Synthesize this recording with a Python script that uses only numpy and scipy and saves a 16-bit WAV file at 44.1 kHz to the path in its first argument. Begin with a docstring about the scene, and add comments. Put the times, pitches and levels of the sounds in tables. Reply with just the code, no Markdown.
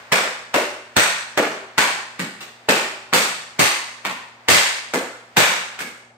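"""A short whip is cracked fourteen times in a closed garage, a few steps from a phone's two ports.
Each stroke swishes as noise, then snaps as a shaped pulse; on some the lash also thumps into filled bags,
as damped resonances. Bare door and floor throw the cracks back, as spaced echoes and a decaying noise tail.
The loudest cracks overload the microphone, and hush and a faint mains hum lie underneath."""
import sys
import numpy as np
from scipy import signal
from scipy.fft import rfft, irfft, next_fast_len
from scipy.io import wavfile
from scipy.ndimage import uniform_filter1d

SR = 44100
rng = np.random.default_rng(int(sys.argv[2]) if len(sys.argv) > 2 else 0)


def master_out(mix):
    """Clip the mix to full scale and print it as 16-bit PCM to the path in sys.argv[1]."""
    frames = np.transpose(np.atleast_2d(mix))
    ceiling = np.clip(frames, -1, 1)
    pcm = np.round(ceiling * 32767).astype(np.int16)
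    wavfile.write(sys.argv[1], SR, pcm)


N = 272097  # length in samples
HZ = np.fft.rfftfreq(4096, 1 / SR)  # frequencies at which pulses are shaped

# Cracks of the tip; three strokes crack twice. Each row: time in seconds, strength in dB,
# brightness in dB per octave, ultrasound in dB.
CRACK_EVENTS = [(0.1212, 30.5, -0.65, 8.5), (0.5413, 22, 0.5, 11), (0.9655, 32, 1, 8),
                (1.3745, 25.5, -1.5, 14), (1.7800, 31, -0.3, 7), (2.1952, 13, 0.5, 10),
                (2.6889, 29, 0.26, -18), (3.1295, 22, -4, 0), (3.1351, 28, 2.33, -8), (3.5927, 31, 2, 9.5),
                (4.0513, 16, -0.5, 6), (4.4850, 31.5, 1.3, -4), (4.4995, 33.5, 2, -7), (4.938, 14.5, 2, 1),
                (5.3687, 35.5, 0.38, 9), (5.792, 3.5, 2.5, -2), (5.8062, 5, 3, -3)]
# Colour of the shock at the tip. Each row: frequency in Hz, level in dB.
SHOCK_COLOUR = [(40, -30), (100, -36), (165, -8.5), (300, -12), (500, -6.5), (1000, -4.5), (2200, -4),
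                (4500, -3), (9000, -6.5), (16000, -13.5)]
# The lash landing on the bags. Each row: time in seconds, slap of the skin in dB, thud of the filling in dB.
THUMP_EVENTS = [(0.544, 32, 27), (1.3754, 30.5, 29.5), (2.1923, -5, 25), (2.6871, 33, 30.5),
                (3.1400, 26, 25.5), (3.5950, 26, 19.5), (4.0520, -9, 15.5), (4.9370, 26.5, 27),
                (5.807, 10, 16)]
# Colour of the air noise round the lash. Each row: frequency in Hz, level in dB.
AIR_COLOUR = [(60, -26), (200, -33), (600, -19.5), (1500, -21), (2500, -23.5), (5000, -23), (12000, -37.5)]
# Colour of the scrape on one backswing. Each row: frequency in Hz, level in dB.
BRUSH_COLOUR = [(150, -14), (500, -2), (1500, -7), (3500, -1.5), (6000, -4.5), (14000, -11.5)]
# Decay of the garage. Each row: frequency in Hz, time to fall by 60 dB in seconds.
GARAGE_DECAY = [(60, 0.49), (160, 0.5), (400, 0.56), (1000, 0.74), (2500, 0.7), (5000, 0.72), (8500, 0.62),
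                (11000, 0.56), (16000, 0.28)]
# Direct sound, then floor, door and walls. Each row: delay in seconds,
# level in dB against the whole tail before its boost by nearby goods.
ECHO_PATHS = [(0, -7.5), (.0009, -13), (.0055, -17.5), (.0065, -10), (0.013, -12.5), (0.0145, -15),
              (0.0204, -11)]
# Likeness of diffuse sound at the two ports. Each row: frequency in Hz, correlation from -1 to 1.
PORT_LIKENESS = [(60, 0.8), (250, 1), (550, 0.87), (800, 0.57), (1200, 0.09), (2000, -.1), (3000, 0.04),
                 (16000, 0)]
# Standing waves of the garage. Each row: frequency in Hz, starting level in dB, time to fall by 60 dB in seconds.
STANDING_WAVES = [(173.3, -69.5, 0.99), (248, -68, 0.64), (382, -61.5, 0.84), (583, -71.5, 0.83),
                  (640, -77, 0.92), (853, -65, 0.45), (1840, -62, 0.87)]
# Colour of the room hush. Each row: frequency in Hz, level in dB.
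HUSH_COLOUR = [(25, 1), (70, 14), (200, 8), (800, 17), (2000, -5), (6000, -55), (10000, -26), (16000, -30)]
# Mains hum ahead of the microphone. Each row: frequency in Hz, level in dB rms.
HUM_TONES = [(119, -62), (238, -63.5), (357, -75)]
# Low rumble of the overloaded microphone. Each row: frequency in Hz, level in dB.
RECOIL_COLOUR = [(25, -42), (50, -6), (90, -1), (220, -0.5), (420, 1), (800, -2.5), (2000, -34.5),
                 (8000, -54)]
# Response of the microphone. Each row: frequency in Hz, level in dB.
MICROPHONE_COLOUR = [(20, -17), (60, -5.5), (150, -0.5), (2200, 5.5), (3200, -1.5), (5500, -7.5),
                     (8500, -4), (9300, -9.5), (10200, -16), (12000, -9.5), (15500, -7)]

CLEAN_DB = 28  # strength of a clean crack
SLAP_PER_DB = 0.185  # dB of mid-range slap gained for each dB a crack lacks
SWISH_DB, SWISH_PER_DB = -49.5, -0.05  # air noise at a clean crack, and its change per dB of strength
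WHISTLE_HZ, WHISTLE_DB, WHISTLE_S = 1900, -28, 0.0028  # centre pitch, level, half the duration
FLICK_LEAD_S, FLICK_DB, FLICK_TILT_DB = 0.0035, -24.5, -1.5  # lead, level re the crack, tilt per octave
SKIN_HZ, SKIN_WIDTH_HZ = 524, 237
FILLING_HZ, FILLING_WIDTH_HZ = 206, 95
BRUSH_AT_S, BRUSH_DB, BRUSH_S = 2.406, -18.5, 0.013  # start, level, decay constant
EDGE_HZ = 15700  # upper band limit


def amp(db):
    """Decibels to gain."""
    return 10 ** (np.asarray(db) / 20)


def read(points, hz):
    """A table joined by straight lines over log frequency."""
    f, value = np.transpose(points)
    return np.interp(np.log(hz + 1), np.log(f), value)


def add(mix, s, sound):
    """Adds a sound to both ports of the mix from time s on."""
    part = mix[:, max(round(s * SR), 0):][:, :sound.shape[1]]
    part += sound[:, :part.shape[1]]


def pulse(db):
    """The most compact causal (minimum-phase) pulse that has the spectrum db over HZ."""
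    log_gain = np.log(amp(np.maximum(db, -100)))
    circle = np.concatenate([log_gain, log_gain[-2:0:-1]])
    spectrum = np.exp(np.conj(signal.hilbert(circle)))[:len(HZ)]
    return irfft(spectrum)[None]


def diffuse(size):
    """White noise from all sides: alike at both ports in the bass, unrelated in the treble."""
    a, b = rfft(rng.standard_normal((2, size)))
    same = np.clip(read(PORT_LIKENESS, np.fft.rfftfreq(size, 1 / SR)), -1, 1)
    second_port = same * a + np.sqrt(1 - same ** 2) * b
    return irfft(np.array([a, second_port]), size)


def noise(colour):
    """Diffuse noise of rms 1 with the given colour."""
    size = next_fast_len(N, True)
    gain = amp(read(colour, np.fft.rfftfreq(size, 1 / SR)))
    x = irfft(rfft(diffuse(size)) * gain, size)[:, :N]
    return x / x.std()


def cracks():
    """Each crack is a whistle, a light flick and the shock, all thrown back by the garage."""
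    out = np.zeros((2, N))
    for s, db, tilt, ultra_db in CRACK_EVENTS:
        paths = garage()
        # the lash whistles at top speed, and a duller flick of the loop runs just ahead of the tip
        parts = [(2 * WHISTLE_S, whistle()),
                 (FLICK_LEAD_S, shock(db + FLICK_DB, FLICK_TILT_DB)),
                 (0, shock(db, tilt, ultra_db))]
        for lead_s, sound in parts:
            add(out, s - lead_s, signal.fftconvolve(sound, paths, axes=1))
    return out


def shock(db, tilt, ultra_db=0, pivot_hz=1400, slap_hz=1400, slap_octaves=0.95, ripple_db=1.72):
    """The tip passes the speed of sound: a shock, with more slap in it the weaker the crack."""
    octaves = np.log2(np.clip(HZ, 200, 8000) / pivot_hz)
    slap_shape = np.exp(-(np.log2((HZ + 1) / slap_hz) / slap_octaves) ** 2)
    slap = SLAP_PER_DB * (CLEAN_DB - db) * slap_shape
    # the steepest shocks reach beyond hearing, where they only load the microphone
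    beyond = np.clip((HZ - 16000) / 2000, 0, 1)
    # the lash curls differently each time, which ripples the colour
    ripple = np.interp(HZ, np.linspace(0, SR / 2, 130), rng.standard_normal(130))
    colour = read(SHOCK_COLOUR, HZ) + tilt * octaves + slap + ultra_db * beyond + ripple_db * ripple
    return amp(db) * pulse(colour)


def whistle(spread=0.17):
    """A few cycles of tone that swell and fade, at a slightly different pitch for each crack."""
    t = np.arange(0, 2 * WHISTLE_S, 1 / SR)
    hz = WHISTLE_HZ * (1 + spread * rng.uniform(-1, 1))
    tone = np.hanning(len(t)) * np.sin(2 * np.pi * hz * t)
    return amp(WHISTLE_DB) * tone[None]


def garage(build_s=0.0015, near=0.098, near_s=0.14, clump_db=5.0, merge_s=0.073, flutter_db=0.5,
           stray_s=0.0003, port_lag_s=0.00008, spread=0.12, mottle_db=1.0, size=32768):
    """The paths from one spot to the two ports, as echoes on a decaying tail; each call is a new spot."""
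    hz, t, z = signal.stft(diffuse(size), SR, nperseg=256)
    # the clutter returns some pitches more strongly than others, from moment to moment
    patches = uniform_filter1d(rng.standard_normal(z.shape), size=2, axis=0)
    patches = uniform_filter1d(patches, size=9, axis=1)
    z = z * amp(mottle_db * patches / patches.std())
    decay = amp(-60 * t / read(GARAGE_DECAY, hz)[:, None])
    tail = signal.istft(z * decay, SR)[1][:, :size]
    t = np.arange(size) / SR
    # early echoes come in separate clumps, then merge into a wash that still flutters a little
    clumps = np.interp(t, t[::48], rng.standard_normal(len(t[::48])))
    flutter = np.interp(t, t[::300], rng.standard_normal(len(t[::300])))
    tail *= amp(clump_db * np.exp(-t / merge_s) * np.tanh(clumps) + flutter_db * flutter)
    tail *= 1 - np.exp(-t / build_s)  # scattered echoes need a moment to gather
    tail /= np.linalg.norm(tail) / np.sqrt(2)
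    tail *= 1 + near * np.exp(-t / near_s)  # the stacked goods close by scatter first
    for hz, db, t60 in STANDING_WAVES:
        turns = rng.random() + spread * rng.uniform(-1, 1, (2, 1))  # phase at each port
        tail += amp(db - 60 * t / t60) * np.sin(2 * np.pi * (hz * t + turns))
    for delay, db in ECHO_PATHS:
        # each reflection meets the ports from its own side; the direct sound does not stray
        stray = (delay > 0) * stray_s * rng.uniform(-1, 1, 2)
        arrival = delay + stray + np.array([port_lag_s, 0])
        tail[np.arange(2), np.round(abs(arrival) * SR).astype(int)] += amp(db)
    return tail


def thumps(give_s=0.0019, damp_s=1.0):
    """A bag gives way under the lash: its skin slaps, then its filling thuds; the pile soaks up some echo."""
    out = np.zeros((2, N))
    for s, skin_db, filling_db in THUMP_EVENTS:
        paths = garage()
        paths *= np.exp(-np.arange(paths.shape[1]) / SR / damp_s)
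        slap = signal.fftconvolve(bag(SKIN_HZ, SKIN_WIDTH_HZ), paths, axes=1)
        thud = signal.fftconvolve(bag(FILLING_HZ, FILLING_WIDTH_HZ), paths, axes=1)
        add(out, s, amp(skin_db) * slap)
        add(out, s + give_s, amp(filling_db) * thud)
    return out


def bag(hz, width, low_hz=140, lumpy_db=2.5):
    """One heavily damped resonance with no deep bass, made lumpy by what lies under the blow."""
    f = HZ + 1
    body = 1 / (1 + ((f ** 2 - hz ** 2) / (f * width)) ** 2)
    soft = 1 / (1 + (f / (2 * hz)) ** 2) / (1 + (low_hz / f) ** 8)
    lumps = np.interp(HZ, HZ[::6], rng.standard_normal(len(HZ[::6])))
    return pulse(10 * np.log10(body * soft) + lumpy_db * lumps)


def swishes(rise_s=0.21, fall_s=0.048, rush=6.4, rush_s=0.0037):
    """Air noise swells as the arm swings, with a last rush as the loop runs out to the tip."""
    t = np.arange(N) / SR
    level = np.zeros(N)
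    for s, db, _, _ in CRACK_EVENTS:
        away = abs(t - s)
        swing = np.exp(-away / np.where(t < s, rise_s, fall_s)) + rush * np.exp(-away / rush_s)
        swish_db = SWISH_DB + SWISH_PER_DB * (db - CLEAN_DB)
        level = np.maximum(level, amp(swish_db) * swing)
    return level * noise(AIR_COLOUR)


def brush():
    """On one backswing the slack lash brushes against something: a short soft noise scrape and its echo."""
    t = np.arange(0, 0.06, 1 / SR)
    grit = rng.standard_normal((1, len(t))) * np.exp(-t / BRUSH_S)
    scrape = signal.fftconvolve(grit, pulse(read(BRUSH_COLOUR, HZ)), axes=1)
    out = np.zeros((2, N))
    add(out, BRUSH_AT_S, amp(BRUSH_DB) * signal.fftconvolve(scrape, garage(), axes=1))
    return out


def background(hush_db=-58, echo_db=-42, echo_t60=1.0):
    """Room hush as steady noise, mains hum as sines, and the dying echo of an earlier crack."""
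    t = np.arange(N) / SR
    hum = np.zeros(N)
    for hz, db in HUM_TONES:
        hum += np.sqrt(2) * amp(db) * np.sin(2 * np.pi * (hz * t + rng.random()))
    echo = amp(echo_db) * np.exp(-np.log(1000) * t / echo_t60) * noise(AIR_COLOUR)
    return amp(hush_db) * noise(HUSH_COLOUR) + hum + echo


def scene():
    """Everything that reaches the two ports."""
    return cracks() + thumps() + swishes() + brush() + background()


def overload(dry, push_db=0, pull_db=-2, slew_db=-5, recoil_db=-2, apart=0.53):
    """The microphone clips; slopes too steep for it are rectified into a low rumble, unlike at the two ports."""
    clipped = np.clip(dry, -amp(pull_db), amp(push_db))
    slope = abs(np.diff(dry, prepend=0))
    too_steep = np.tanh(np.maximum(slope / amp(slew_db) - 1, 0))
    too_steep = too_steep + apart * (too_steep - too_steep[::-1])  # widens the difference between ports
    rumble = signal.oaconvolve(too_steep, pulse(read(RECOIL_COLOUR, HZ)), axes=1)[:, :N]
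    return clipped + amp(recoil_db) * rumble


def record(dry, limit_db=-15, recover_db_per_s=60, squeeze=0.38):
    """Overload, the microphone's colour, a gentle limiter and the band limit."""
    x = signal.oaconvolve(overload(dry), pulse(read(MICROPHONE_COLOUR, HZ)), axes=1)[:, :N]
    power = uniform_filter1d((x ** 2).mean(0), size=256, origin=127)
    power_db = 10 * np.log10(abs(power) + 1e-12)
    # the limiter follows each rise in level at once and recovers at a steady rate
    fall = np.arange(N) / SR * recover_db_per_s
    held_db = np.maximum.accumulate(power_db + fall) - fall
    over_db = np.maximum(held_db - limit_db, 0)
    x = np.clip(x * amp(-squeeze * over_db), -0.9, 0.9)
    edge = signal.firwin(301, EDGE_HZ, window=("kaiser", 8), fs=SR)
    return signal.oaconvolve(x, edge[None], "same", axes=1)


dry = scene()
out = record(dry)
master_out(out)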